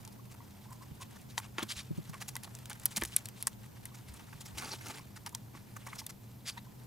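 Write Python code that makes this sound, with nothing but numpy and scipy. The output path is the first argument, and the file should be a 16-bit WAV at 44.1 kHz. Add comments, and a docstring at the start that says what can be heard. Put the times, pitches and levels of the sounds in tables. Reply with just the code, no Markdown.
"""Stiff adhesive tape snaps and crinkles as hands pull it along the edge of a metal plate lying on paper;
scissors snip it, close to a stereo microphone. Snaps are decaying noise bursts through broad resonances, echoed by
the bench top. Fingers and blades scuff (swelled micro-slip noise), the plate is dragged and knocked (damped modes),
narrow resonances ring, the bench thumps (low modes) and paper rustles (flickering noise).
A ventilation hum and room noise lie underneath."""
import sys
import numpy as np
from scipy import signal
from scipy.fft import rfft, irfft, next_fast_len
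from scipy.io import wavfile
from scipy.ndimage import uniform_filter1d, map_coordinates

SR = 44100
rng = np.random.default_rng(int(sys.argv[2]) if len(sys.argv) > 2 else 0)


def file_out(sig):
    """Save sig as 16-bit WAV at sys.argv[1]."""
    # one column per channel
    cols = np.atleast_2d(sig).T
    # limit, then scale
    lim = np.clip(cols, -1, 1)
    pcm = np.round(lim * 32767).astype(np.int16)
    wavfile.write(sys.argv[1], SR, pcm)


def level_to_linear(level):
    """Convert decibel levels to linear amplitude factors, elementwise."""
    exponent = np.asarray(level, float) / 20
    return 10 ** exponent


N = 302526

# Paper rustling under the plate. Each row: time in seconds, base level in dB.
RUSTLE_LEVEL = [(0.0, -67.5), (2.69, -65), (3.04, -59), (3.52, -67.5), (4.5, -61.5), (5.05, -67),
                (5.62, -69), (5.96, -59), (6.09, -69), (6.86, -69.5)]


def unit(x):
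    """Scales to unit rms."""
    return x / np.sqrt(np.mean(x ** 2) + 1e-20)


def along(points, hz):
    """Interpolates (Hz, value) points on a log frequency axis."""
    f, v = np.transpose(points)
    return np.interp(np.log(hz + 1), np.log(f + 1), v)


def curve(rows):
    """Interpolates (s, value) rows to one value per sample."""
    return np.interp(np.arange(N) / SR, *np.transpose(rows))


def wobble(rate_hz):
    """A smooth random curve, rate_hz knots a second."""
    knots = rng.standard_normal(int(N * rate_hz / SR) + 4)
    return map_coordinates(knots, [np.arange(N) * rate_hz / SR])


def filtered(x, response):
    """Filters x by a complex response of frequency in Hz."""
    m = next_fast_len(x.shape[-1] + 4096)
    spectrum = rfft(x, m) * response(np.fft.rfftfreq(m, 1 / SR))
    return irfft(spectrum, m)[..., :x.shape[-1]]


def noise(spectrum):
    """Unit-rms noise shaped by (Hz, dB) points."""
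    return unit(filtered(rng.standard_normal(N), lambda hz: level_to_linear(along(spectrum, hz))))


def hump(centre_hz, octaves, skirt_db):
    """A causal broad resonance with a flat skirt that falls away in the bass."""
    def response(hz):
        peak = np.exp(-(np.log2((hz + 1) / centre_hz) / max(octaves, .1)) ** 2 / 4)
        skirt = level_to_linear(skirt_db) * hz ** 2 / (hz ** 2 + 1300 ** 2)
        # minimum phase, by folding the cepstrum
        cepstrum = irfft(np.log(peak + skirt + 1e-4))
        cepstrum[1:len(hz) - 1] *= 2
        cepstrum[len(hz):] = 0
        return np.exp(rfft(cepstrum))
    return response


def add(track, s, sound):
    """Mixes sound into track from s seconds on."""
    part = track[max(round(s * SR), 0):][:len(sound)]
    part += sound[:len(part)]


def snaps():
    """A faint noise swells for a few milliseconds before each snap; bench echoes and a short crackle follow."""
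    # Snaps of tape and blades. Each row: time in seconds, peak before echoes in dB, centre in Hz.
    snap_rows = [(0.0508, -32, 5500), (0.077, -31.5, 8450), (1.3793, -18.5, 4330), (1.5832, -22.5, 1800),
                 (1.63, -21, 5800), (2.283, -26.5, 8100), (2.3549, -22, 7540), (2.3655, -19, 7800),
                 (2.4348, -25, 7960), (2.5512, -28, 8500), (2.5882, -32.5, 7200), (2.657, -26.5, 8070),
                 (2.6983, -24.5, 9580), (2.704, -28.5, 4900), (2.7308, -33, 5270), (2.798, -35, 9700),
                 (2.8563, -5, 12000), (2.963, -19.5, 5900), (2.9705, -19, 6800), (2.9773, -22.5, 3020),
                 (3.013, -27, 9600), (3.0216, -20.5, 2020), (3.0363, -14, 7500), (3.0509, -21, 7600),
                 (3.1641, -4.5, 10300), (3.2568, -23, 7000), (3.2869, -23.5, 7350), (3.4258, -17.5, 10300),
                 (3.4707, -9, 8200), (3.855, -23.5, 9750), (4.885, -27, 7950), (5.2632, -23, 8100),
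                 (5.293, -33, 8700), (5.3497, -17, 8250), (5.9578, -32.5, 5600), (6.0654, -20, 9540)]
    # The brightest snaps ring narrowly. Each row: centre in Hz, spread in octaves.
    snap_spread = [(2500, 0.67), (8000, 0.99), (10000, 0.17)]
    # Echoes off the bench and nearby things. Each row: delay in seconds, treble level in dB.
    echo_rows = [(.0016, -3), (.0039, -20), (.0056, -22)]
    burst_t60_cycles, crackle_t60_s, lead_in_t60_s = 11.3, 0.034, 0.0068
    crackle_db, crackle_db_per_snap_db = -28, 0.75  # crackle_db: at release of a 0 dB snap

    def echoes(f):
        delayed = sum(level_to_linear(db) * np.exp(-2j * np.pi * f * s) for s, db in echo_rows)
        return 1 + f / (f + 1500) * delayed

    out, t = np.zeros(N), np.arange(-400, 2600) / SR
    for s, db, hz in snap_rows:
        octaves = along(snap_spread, hz)
        decay = level_to_linear(-60 * np.abs(t) / (burst_t60_cycles / hz)) * (t >= 0)
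        burst = rng.standard_normal(len(t)) * decay
        skirt_db = -42 - 2.3 * np.log2(8000 / hz)  # duller snaps have less treble skirt
        click = filtered(burst, hump(hz, octaves, skirt_db))
        crackle = unit(filtered(rng.standard_normal(len(t)), hump(0.37 * hz, octaves + .5, skirt_db=-25)))
        lead_in = level_to_linear(-21.0 + 60 * t / lead_in_t60_s)
        envelope = np.where(t >= 0, level_to_linear(-60 * t / crackle_t60_s), lead_in)
        echoed = level_to_linear(db) * filtered(click, echoes) / np.abs(click).max()
        add(out, s + t[0], echoed + level_to_linear(crackle_db + crackle_db_per_snap_db * db) * envelope * crackle)
    return out


def plate(force, t60_s, near_hz):
    """The plate's modes, the higher dying sooner; contact place favours those near near_hz, grip detunes them."""
    # Modes of the plate, damped by the paper under it. Each row: frequency in Hz, level in dB.
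    plate_modes = [(910, 12), (1100, 10), (1490, -16), (1950, 12), (2640, -15), (3300, -5)]
    hz, db = np.transpose(plate_modes)
    db = db - 13 * np.abs(np.log2(hz / near_hz)) + rng.normal(0, 2.3, len(hz))
    hz = hz * rng.normal(1, .025, len(hz))

    def mode(f, k, c):
        width_hz = np.log(1000) / (np.pi * t60_s) * (c / hz[0]) ** .5  # t60_s is the lowest mode's
        return (-1) ** k * level_to_linear(db[k]) * 1j * f * c / (c * c - f * f + 1j * f * width_hz)

    return filtered(force, lambda f: sum(mode(f, k, c) for k, c in enumerate(hz)))


def rubbing(size, hz, low_db):
    """Dense uneven micro-slips; they also drive the plate and a dull body."""
    slips = rng.standard_normal(size) * level_to_linear(1.5 * rng.exponential(size=size))
    lumps = level_to_linear(2.0 * map_coordinates(rng.standard_normal(size // 100 + 2), [np.arange(size) / 100]))
    bright = unit(filtered(slips, hump(hz, 0.84, skirt_db=-33)))
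    body = unit(filtered(slips, hump(1467, 0.82, skirt_db=-80)))
    dull = unit(unit(plate(slips, t60_s=0.039, near_hz=1200)) + 1.8 * body)
    return lumps * (bright + level_to_linear(low_db) * dull)


def scuffs(count=30):
    """Rubbing under a swell, for the listed strokes and for faint ones at random, likelier in louder rustle."""
    # Scuffs and crinkles. Each row: middle in seconds, level in dB, length in seconds,
    # dull part over bright part in dB.
    scuff_rows = [(0.321, -58, 0.033, -3), (0.729, -51, 0.015, -3.5), (0.831, -59, 0.033, -2),
                  (1.021, -48.5, 0.039, -6.5), (1.168, -59, 0.03, -1), (1.306, -59, 0.05, -18),
                  (1.3854, -38.5, 0.026, -4), (1.401, -47, 0.0067, -1), (1.445, -58, 0.06, 2),
                  (1.592, -46, 0.03, 3), (1.607, -56.5, 0.079, 8), (1.631, -42, 0.022, 3),
                  (1.712, -39, 0.059, -37), (1.769, -53, 0.022, -10), (1.786, -43.5, 0.072, -30),
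                  (2.098, -49, 0.02, -6), (2.141, -53.5, 0.033, 3.5), (2.219, -43.5, 0.036, -3.5),
                  (2.288, -39.5, 0.021, -10.5), (2.365, -49.5, 0.0091, 4), (2.444, -50, 0.035, -4),
                  (2.478, -61.5, 0.011, 8), (2.712, -53.5, 0.04, 6), (2.836, -49, 0.0092, -8),
                  (2.862, -29.5, 0.0057, -12), (2.92, -48.5, 0.032, -5.5), (2.973, -32.5, 0.027, -11.5),
                  (2.983, -48, 0.02, 0), (3.019, -41, 0.0054, 7), (3.029, -49.5, 0.0097, 4),
                  (3.055, -38.5, 0.012, -13), (3.083, -51, 0.028, -15), (3.131, -53, 0.061, -21),
                  (3.186, -47.5, 0.023, -5.5), (3.385, -58.5, 0.045, -8), (3.412, -50, 0.027, -8),
                  (3.476, -35, 0.016, -6.5), (3.952, -52, 0.024, -5.5), (4.091, -55, 0.037, -4.5),
                  (4.14, -49.5, 0.014, -8), (4.201, -59.5, 0.031, 1.5), (4.334, -57, 0.025, 2.5),
                  (4.414, -46, 0.024, -10), (4.461, -48, 0.025, -8.5), (4.588, -41.5, 0.031, -33),
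                  (5.17, -51, 0.03, -1), (5.271, -47, 0.025, 3), (5.563, -61.5, 0.064, 0.5),
                  (5.768, -48.5, 0.018, 0.5), (5.871, -46, 0.019, -2.5), (5.931, -59, 0.017, 5.5),
                  (5.996, -42, 0.03, -14), (6.101, -46, 0.022, -6.5), (6.484, -41, 0.058, -18),
                  (6.579, -57.5, 0.034, 3)]
    ref_hz, ref_s, brightens = 5060, 0.025, 0.44  # a ref_s scuff centres at ref_hz; quicker ones are brighter
    faint_db, faint_s = -62, 0.012  # mean level and length
    out, t = np.zeros(N), np.arange(8000) / SR
    busy = np.cumsum(level_to_linear(curve(RUSTLE_LEVEL)))
    when, loud, long, low = rng.random((count, 4)).T
    faint_at = np.searchsorted(busy, when * busy[-1]) / SR
    faint = zip(faint_at, faint_db + 8 * (loud - .5), faint_s * (.5 + long), -12 * low)
    for s, db, length_s, low_db in scuff_rows + list(faint):
        late = (t - t[4000]) / length_s
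        stroke = np.exp(-np.abs(late / 0.34) ** 2.57)
        settling = 0.073 * np.exp(-np.abs((late - .6) / 1.06) ** 2)  # trails the stroke
        rub = rubbing(len(t), ref_hz * (ref_s / length_s) ** brightens, low_db)
        add(out, s - t[4000], level_to_linear(db) * (stroke + settling) * rub)
    return out


def drag():
    """One long jerky rub as the plate is dragged over the paper in two pulls; the bench rumbles under it."""
    # Drag envelope. Each row: time in seconds, base level in dB.
    drag_level = [(4.53, -67), (4.56, -57), (4.575, -51), (4.61, -47.5), (4.638, -48), (4.655, -47),
                  (4.668, -49), (4.708, -51.5), (4.72, -46), (4.745, -48.5), (4.778, -66), (4.82, -54),
                  (4.855, -54), (4.866, -46), (4.884, -51), (4.896, -47.5), (4.915, -47.5), (4.928, -58),
                  (4.94, -56), (4.985, -52), (5.0, -64), (5.04, -70)]
    rub_hz, low_db, body_hz, body_db = 4200, -1, 263, -6.5
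    out = np.zeros(N)
    start, end = round(drag_level[0][0] * SR), round(drag_level[-1][0] * SR)
    level = level_to_linear(curve(drag_level) + 2.5 * wobble(90))[start:end]
    level = level * signal.windows.tukey(end - start, .1)
    body = unit(filtered(rng.standard_normal(end - start), hump(body_hz, .5, skirt_db=-80)))
    add(out, start / SR, level * (rubbing(end - start, rub_hz, low_db) + level_to_linear(body_db) * body))
    return out


def rings():
    """Slips under a short swell, heard through one narrow resonance of blade, film or plate."""
    # Short ringing rubs. Each row: middle in seconds, level in dB, length in seconds, resonance in Hz.
    ring_rows = [(0.075, -56, 0.011, 900), (0.193, -57.5, .014, 1050), (0.658, -55, 0.01, 880),
                 (.72, -55, 0.078, 1023), (0.82, -56, 0.049, 1015), (1.017, -49.5, 0.032, 1046),
                 (2.144, -48.5, 0.027, 1084), (3.918, -59, .015, 1060), (1.629, -43.5, 0.019, 3320),
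                 (3.036, -34, 0.0027, 1850), (3.261, -50, .008, 4200), (4.624, -46, 0.017, 1150),
                 (4.652, -46, 0.015, 4600), (4.726, -46, 0.04, 4380), (4.722, -44.5, 0.033, 5570),
                 (4.994, -52, 0.011, 1030), (5.264, -49, .01, 2250), (5.333, -54, .014, 1040),
                 (5.347, -45, 0.0049, 3370), (5.872, -51.5, 0.014, 2300), (5.93, -46, 0.012, 1200),
                 (5.931, -44, 0.012, 2090), (5.995, -45, 0.027, 5280), (6.065, -47, 0.0057, 3600),
                 (6.482, -44, 0.036, 4780), (6.494, -39, .009, 4630), (6.521, -54, .012, 4700),
                 (6.576, -47, 0.024, 940), (6.58, -56.5, 0.025, 1910), (6.583, -52.5, 0.023, 3740),
                 (6.669, -56.5, 0.0089, 1000)]
    width_ratio = .15  # of the pitch, per resonator; two in series
    out, t = np.zeros(N), np.arange(-2000, 2000) / SR
    for s, db, length_s, hz in ring_rows:
        swell = np.exp(-(t / (0.37 * length_s)) ** 2)
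        jerks = level_to_linear(4 * map_coordinates(rng.standard_normal(size=22), [np.arange(len(t)) / 200]))
        slips = swell * jerks * rng.standard_normal(len(t))
        width_hz = width_ratio * hz
        tone = filtered(slips, lambda f: (1j * f * width_hz / (hz * hz - f * f + 1j * f * width_hz)) ** 2)
        add(out, s + t[0], level_to_linear(db) * unit(tone) * np.sqrt(np.mean(swell ** 2)))
    return out


def knocks():
    """A soft push sets the plate ringing."""
    # Knocks on the plate. Each row: start in seconds, peak in dB, favoured frequency in Hz.
    knock_rows = [(.404, -46.5, 900), (1.379, -27.5, 1120), (1.399, -40.5, 1100), (1.5834, -32.5, 1490),
                  (1.629, -49, 1400), (2.354, -38.5, 1010), (2.3655, -38, 1950), (2.859, -44, 1950),
                  (3.022, -33.5, 1100), (3.4706, -32, 1300), (3.855, -52.5, 1900), (5.264, -46, 1500),
                  (5.35, -40, 900), (5.55, -44, 1090), (5.765, -51, 1100), (5.867, -40.5, 1060),
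                  (5.882, -40.5, 950), (6.016, -43.5, 930)]
    out = np.zeros(N)
    for s, db, hz in knock_rows:
        push = np.pad(np.hanning(10), (0, 6000))
        ring = plate(push, t60_s=0.039, near_hz=hz)
        add(out, s, level_to_linear(db) * ring / np.abs(ring).max())
    return out


def thumps(table):
    """The bench's low modes swing, most those near the favoured pitch, with a dull puff."""
    # Modes of the bench top. Each row: frequency in Hz, t60 in seconds.
    bench_modes = [(68, 0.21), (110, 0.026), (158, 0.11), (214, 0.1), (335, 0.045)]
    out, t = np.zeros(N), np.arange(9000) / SR
    for s, db, near_hz in table:
        puff = unit(filtered(rng.standard_normal(len(t)), hump(1.15 * near_hz, .4, skirt_db=-80)))
        swing = 0
        for k, (hz, t60_s) in enumerate(bench_modes):
            level = level_to_linear(-22 * abs(np.log2(hz / near_hz)) - 60 * t / t60_s)
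            swing = swing + (-1) ** k * level * np.sin(2 * np.pi * hz * t)
        onset = 1 - np.exp(-t * near_hz / 0.23)
        add(out, s, -level_to_linear(db) * onset * (swing + 0.3 * level_to_linear(-60 * t / 0.04) * puff))
    return out


def rustle():
    """Fine flickering paper noise, with sparse tiny ticks of creases."""
    # Spectrum of the paper noise. Each row: frequency in Hz, level in dB.
    paper_spectrum = [(200, 6), (400, -1), (900, 15), (2000, 13), (9000, 6.5), (15600, -4), (16200, -50)]
    flicker_db = 2 * wobble(30) + 2 * wobble(110)
    ticks = 9 * rng.standard_normal(N) * (rng.random(N) < 200 / SR)  # about 200 a second
    crisp = filtered(ticks, hump(7200, 0.99, skirt_db=-46))
    return level_to_linear(curve(RUSTLE_LEVEL) + flicker_db) * (noise(paper_spectrum) + crisp)


def air():
    """Wavering fan tones and turbulence in two duct resonances over room noise; returns mid and side."""
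    # Duct resonances. Each row: frequency in Hz, width in Hz, relative level in dB.
    duct_modes = [(117.6, 22.5, 5), (197.7, 20.3, -1.5)]
    # Fan tones. Each row: mean frequency in Hz, relative level in dB.
    fan_tones = [(119, 0), (203, -9)]
    # Room noise spectra, mid then side. Each row: frequency in Hz, relative level in dB.
    room_mid = [(20, -14), (60, -6), (110, 1), (200, -5), (330, -17), (550, -21.5), (950, -18), (1500, -46),
                (3000, -32), (10500, -33), (12000, -26.5), (15500, -29), (16200, -93)]
    room_side = [(20, -36), (140, -2.5), (280, -7), (500, -14), (1500, -23.5), (3000, -32.5), (9900, -32.5),
                 (11800, -54)]

    def duct(f):
        return sum(level_to_linear(db) * 1j * f * w / (c * c - f * f + 1j * f * w) for c, w, db in duct_modes)

    fan = sum(level_to_linear(db) * np.sin(2 * np.pi * np.cumsum(hz + 6 * wobble(14)) / SR) for hz, db in fan_tones)
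    turbulence = unit(filtered(rng.standard_normal(N), duct))
    hum = unit(turbulence + 1.6 * fan)
    mid = level_to_linear(-54.0) * hum + level_to_linear(-56.5) * noise(room_mid)
    side = level_to_linear(-60.5 + 1.5 * wobble(2.65)) * noise(room_side)
    return mid, side


def patchy(x, depth_db, turn_rad):
    """Random patches in time and frequency: gain of rms depth_db, phase of rms turn_rad."""
    def patches(shape):
        over_hz = uniform_filter1d(rng.standard_normal(shape), size=7, axis=0)
        return unit(uniform_filter1d(over_hz, size=4, axis=1))

    z = signal.stft(x, nperseg=256)[2]
    gain, phase = patches(z.shape), patches(z.shape)
    return signal.istft(z * level_to_linear(depth_db * gain) * np.exp(1j * turn_rad * phase), nperseg=256)[1][:N]


def scene():
    """Two microphone ports hear near sounds with unsteady phase: the side runs about a quarter cycle behind."""
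    # Soft bumps, strong in the side. Each row: start in seconds, level in dB, favoured frequency in Hz.
    bump_rows = [(1.905, -31, 150), (1.907, -40, 335), (1.977, -33, 167), (1.984, -39.5, 335),
                 (2.091, -40.5, 158)]
    # Thumps through the bench. Each row: start in seconds, level in dB, favoured frequency in Hz.
    thump_rows = [(.909, -27.5, 115), (1.584, -33, 335), (1.625, -33, 219), (1.628, -29.5, 314),
                  (1.761, -42.5, 66), (2.973, -33.5, 208), (3.021, -30, 340), (3.019, -37, 70),
                  (3.033, -37, 370), (4.537, -34, 87), (4.092, -35, 85), (4.345, -37, 120),
                  (5.551, -44, 320)]
    # Treble response to near sounds. Each row: frequency in Hz, gain in dB.
    mic_response = [(10500, 0), (13000, -4), (16000, -8), (16700, -12), (17200, -60)]
    # Side over mid for near sounds. Each row: frequency in Hz, gain in dB.
    side_gain = [(100, -18), (300, -9.5), (900, -13), (2500, -6.5), (6000, -16.5), (15000, -14.5)]
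    friction = patchy(scuffs() + drag() + rustle(), depth_db=2.03, turn_rad=0)
    bumps = thumps(bump_rows)
    near = snaps() + knocks() + rings() + thumps(thump_rows) + friction
    near = filtered(near, lambda f: level_to_linear(along(mic_response, f)))
    unsteady = patchy(near, depth_db=5.4, turn_rad=0.41)
    wide = filtered(unsteady, lambda f: -1j * level_to_linear(along(side_gain, f)))
    # deep bass stays in the middle
    wide += filtered(bumps, lambda f: -1j * level_to_linear(7.5) * f * f / (f * f + 90 ** 2))
    mid, side = air()
    return np.array([near + bumps + mid + wide + side, near + bumps + mid - wide - side])


def low_pass(x):
    """Removes everything above the highest recorded frequency."""
    return signal.sosfilt(signal.butter(12, 17140, fs=SR, output="sos"), x)


def record(dry):
    """The stereo mix as the recorder stores it."""
    return low_pass(dry)


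dry = scene()
out = record(dry)
file_out(out)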